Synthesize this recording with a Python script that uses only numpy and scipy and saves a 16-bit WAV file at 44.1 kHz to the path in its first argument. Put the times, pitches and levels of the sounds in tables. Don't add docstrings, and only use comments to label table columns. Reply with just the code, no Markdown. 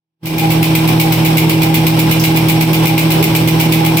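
import sys
import numpy as np
from scipy import signal
from scipy.fft import rfft, irfft
from scipy.io import wavfile
from scipy.ndimage import uniform_filter1d

SR = 44100
rng = np.random.default_rng(int(sys.argv[2]) if len(sys.argv) > 2 else 0)


def master_out(mix):
    frames = np.transpose(np.atleast_2d(mix))
    ceiling = np.clip(frames, -1, 1)
    pcm = np.round(ceiling * 32767).astype(np.int16)
    wavfile.write(sys.argv[1], SR, pcm)


N = 176400
TIME, FREQ = np.arange(N) / SR, np.fft.rfftfreq(N, 1 / SR)


def amp(db):
    return 10 ** (np.asarray(db) / 20)


def unit(x):
    return x / np.sqrt(np.mean(x ** 2) + 1e-20)


def read(points, hz):
    f, value = np.transpose(points)
    return np.interp(np.log(hz + 1), np.log(f + 1), value)


def colour(x, gain):
    return irfft(rfft(x) * gain, N)


def wander(rate_hz):
    return unit(colour(rng.standard_normal(N), np.exp(-(FREQ / rate_hz) ** 2) * (FREQ > 0)))


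def tones(table, base_hz, waver, waver_hz):
    turn = 2 * np.pi * np.cumsum(base_hz * np.ones(N)) / SR
    out = np.zeros((2, N))
    for multiple, db, lag in table:
        phasor = np.exp(1j * (multiple * turn + rng.uniform(0, 2 * np.pi)))
        phasor *= 1 + waver * (wander(waver_hz) + 1j * wander(waver_hz))
        out += np.sqrt(2) * amp(db) * np.array([phasor.real, (phasor * np.exp(-1j * lag)).real])
    return out


# frequency_hz, correlation
COHERENCE = [(30, 1), (100, 1), (280, 0.91), (430, 0.6), (600, 0), (1000, 0.08), (16000, 0.06)]
def diffuse(gain):
    common, separate = rng.standard_normal((2, N))
    same = read(COHERENCE, FREQ)
    right = colour(common, gain * same) + colour(separate, gain * np.sqrt(1 - same ** 2))
    return unit(np.array([colour(common, gain), right]))


# time_s, rate_hz
LOBE_RATE = [(0, 160.9), (1.2, 160.2), (2.1, 160.5), (4, 160.7)]
# lobe_rate_multiple, level_db, right_lag_rad
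BLOWER_PARTIALS = [(.5, -36.5, 0), (1, -13, -0.14), (2, -17, 0.12), (3, -33, 1), (3.5, -37, -0.82),
                   (10, -44, 1)]
def blower():
    lobe_hz = np.interp(TIME, *np.transpose(LOBE_RATE))
    return tones(BLOWER_PARTIALS, lobe_hz, waver=0.063, waver_hz=8.7)


# stroke_rate_multiple, level_db, right_lag_rad
GEAR_PARTIALS = [(8.11, -43.5, 0), (11.91, -44.5, 0), (14.02, -34, 0), (14.98, -22.5, 0),
                 (45.4, -35.5, 0.25)]
def gears(stroke_hz=8.078, throb_depth=0.13, throb_peak_s=0.206):
    throb = 1 + throb_depth * np.cos(np.pi * stroke_hz * (TIME - throb_peak_s))
    return throb * tones(GEAR_PARTIALS, stroke_hz, waver=0.097, waver_hz=7.1)


# base_rate_multiple, level_db, right_lag_rad
MOTOR_PARTIALS = [(883, -33.5, 0.75), (882, -49.5, -0.9)]
def motor():
    return tones(MOTOR_PARTIALS, base_hz=0.95, waver=0.3, waver_hz=3.6)


# frequency_hz, relative_db
ROAR_SPECTRUM = [(20, -17), (50, -8), (85, -14.5), (115, 2.5), (200, 0), (340, -0.5), (480, -4.5),
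                 (620, -6), (760, -3.5), (1020, -6), (1200, -14), (1800, -17.5), (2300, -13), (3200, -13),
                 (4500, -20.5), (5600, -18), (6600, -34), (8000, -23.5), (9500, -28.5), (13000, -24),
                 (16000, -26)]
def hall_roar(level_db=-17.5, flutter_db=1.5):
    roar = diffuse(amp(read(ROAR_SPECTRUM, FREQ)))
    return amp(level_db) * roar * amp(flutter_db * wander(rate_hz=33))


def burst(start_s, decay_s, attack_s=0.003):
    t = np.maximum(TIME - start_s, 0)
    return np.minimum(t / attack_s, 1) * np.exp(-np.maximum(t - attack_s, 0) / decay_s)


# start_s, first_blow_relative_db, second_blow_relative_db
STROKES = [(0.255, 0, 1), (0.38, -1, -1), (0.502, -5, -3), (0.627, 0, 1.5), (0.75, 0.5, -4.5),
           (0.874, -6.5, -4), (0.997, 2, 2), (1.121, 0, -1), (1.247, -5, -1.5), (1.369, -1.5, 3),
           (1.494, 0, -5), (1.617, -4.5, 0), (1.741, -1.5, 0.5), (1.865, -0.5, -3), (1.989, -2.5, -4.5),
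           (2.11, -1.5, 0.5), (2.237, 0.5, -0.5), (2.359, -4, 0), (2.483, -3.5, 1.5), (2.608, -1.5, -4),
           (2.73, -3.5, -1.5), (2.854, 0, 1), (2.978, 0, -1), (3.103, -4.5, -0.5), (3.225, -1, 2.5),
           (3.349, -1, -1.5), (3.473, -5, -0.5), (3.598, 0, 0.5), (3.721, -0.5, -1.5), (3.847, -5.5, 0.5),
           (3.969, 1, 0.5)]
def double_blows(decay_s=0.016, gap_s=0.012, jitter_s=0.0017, second_gain=0.84, ticks_per_s=2500):
    power = np.zeros(N)
    for start_s, first_db, second_db in STROKES:
        second_s = start_s + gap_s + jitter_s * rng.standard_normal()
        power += (amp(first_db) * burst(start_s, decay_s)) ** 2
        power += (amp(second_db) * second_gain * burst(second_s, decay_s)) ** 2
    chatter = amp(1.5 * wander(rate_hz=900))
    rattle = unit(rng.standard_normal((2, N)) * chatter)
    ticks = unit(rng.choice([-1., 1.], (2, N)) * (rng.random((2, N)) < ticks_per_s / SR))
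    return unit(rattle + 0.46 * ticks) * np.sqrt(power)


# frequency_hz, relative_db
SNAP_SPECTRUM = [(300, -25), (1000, -10), (1800, -26), (2100, 3), (2450, 4.5), (2900, -1.5), (4000, -3),
                 (5600, -8.5), (6700, -12), (7800, -7.5), (9300, -10.5), (12000, -7), (15000, 0.5),
                 (16000, -14)]
# pitch_hz, relative_db, t60_s
HEAD_MODES = [(2140, -14, 0.052), (2275, -12, 0.095), (2422, -4, 0.1), (2520, -6.5, 0.05),
              (2783, -11, 0.084), (2991, -1.5, 0.065), (3537, -9, .06)]
def cutting_head(snap_db=-9, ring_db=-20):
    blows = double_blows()
    snap = colour(blows, unit(amp(read(SNAP_SPECTRUM, FREQ))))
    t = TIME[:SR // 5]
    modes = sum(amp(db - 60 * t / t60) * np.sin(2 * np.pi * hz * t) for hz, db, t60 in HEAD_MODES)
    ring = signal.fftconvolve(blows, modes[None] / np.linalg.norm(modes), axes=1)[:, :N]
    return amp(snap_db) * snap + amp(ring_db) * ring


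# frequency_hz, t60_s
HALL_DECAY = [(200, 1), (2500, 0.45), (6000, 0.42), (15000, 0.22)]
def reverb(x, build_s=0.013):
    hz, t, spectra = signal.stft(rng.standard_normal((2, SR)), SR, nperseg=256)
    spectra *= amp(-60 * t / read(HALL_DECAY, hz)[:, None])
    tail = signal.istft(spectra, SR, nperseg=256)[1]
    tail *= np.clip(TIME[:tail.shape[1]] / build_s, 0, 1) ** 2
    return signal.fftconvolve(x, tail / np.linalg.norm(tail[0]), axes=1)[:, :N]


# centre_s, relative_db
RUB_SWELLS = [(.44, 1), (.62, -4), (.8, -9), (1.08, 3), (1.31, -3.5), (1.69, -3), (1.94, -2), (2.33, -1.5),
              (2.56, -4.5), (2.91, -1.5), (3.18, -1), (3.62, -5), (3.84, 3)]
def roller(pitch_hz=811, half_width_hz=14.7, half_length_s=0.067, level_db=-20.5):
    swells = sum(amp(db) * np.exp(-((TIME - s) / half_length_s) ** 2) for s, db in RUB_SWELLS)
    resonance = 1 / (1 + ((FREQ - pitch_hz) / half_width_hz) ** 2)
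    return amp(level_db) * swells * diffuse(resonance)


# centre_s, half_length_s, level_db
RUMBLE_SWELLS = [(1.498, .09, -21.5), (3.256, 0.11, -19.5)]
def rumble(centre_hz=380, half_width_hz=78):
    swells = sum(amp(db) * np.exp(-((TIME - s) / half) ** 2) for s, half, db in RUMBLE_SWELLS)
    return swells * diffuse(1 / (1 + ((FREQ - centre_hz) / half_width_hz) ** 4))


# start_s, decay_s, level_db
HISS_BURSTS = [(2.195, 0.029, -14.5)]
# frequency_hz, relative_db
HISS_SPECTRUM = [(2000, -22), (4300, -12), (5300, 0), (6500, -9), (9500, -16), (12500, -6), (15500, -7.5)]
def hiss():
    envelope = sum(amp(db) * burst(s, decay_s) for s, decay_s, db in HISS_BURSTS)
    return envelope * diffuse(amp(read(HISS_SPECTRUM, FREQ)))


# frequency_hz, left_minus_right_db
MIC_SHADING = [(60, -3), (120, -0.75), (220, -3.56), (380, -0.5), (600, 1.3), (1290, 1), (2380, -1),
               (4400, -3.5), (6300, -2), (8100, -4.5), (9500, -8.5), (12300, 1.5), (13500, 1), (15000, 26),
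               (16000, 21)]
def scene(reverb_db=-6):
    transients = cutting_head() + hiss()
    reflections = amp(reverb_db) * reverb(transients)
    drone = blower() + gears() + motor()
    mix = transients + reflections + drone + roller() + rumble() + hall_roar()
    sides = amp(read(MIC_SHADING, FREQ) * np.array([[0.5], [-0.5]]))
    return colour(mix, sides / np.sqrt(np.mean(sides ** 2, 0)))


# time_s, gain_db
FADE_IN = [(0, -80), (.19, -67), (.226, -34), (.233, -15), (.256, -8.5), (.33, -4), (.385, -2), (.45, 1.5)]
def record(dry, threshold_db=-3.5, ratio=3.6, release_db_per_s=108, trim_db=-0.5, cutoff_hz=15850):
    peak_db = 20 * np.log10(abs(dry).max(0) + 1e-9)
    release_db = TIME * release_db_per_s
    held_db = np.maximum.accumulate(peak_db + release_db) - release_db
    over_db = np.maximum(held_db - threshold_db, 0)
    duck_db = uniform_filter1d(over_db, size=130) * (1 - 1 / ratio)
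    fade_db = np.interp(TIME, *np.transpose(FADE_IN))
    lowpass = signal.firwin(511, cutoff_hz, window=("kaiser", 9), fs=SR)
    return signal.oaconvolve(dry * amp(trim_db - duck_db + fade_db), lowpass[None], "same")


dry = scene()
out = record(dry)
master_out(out)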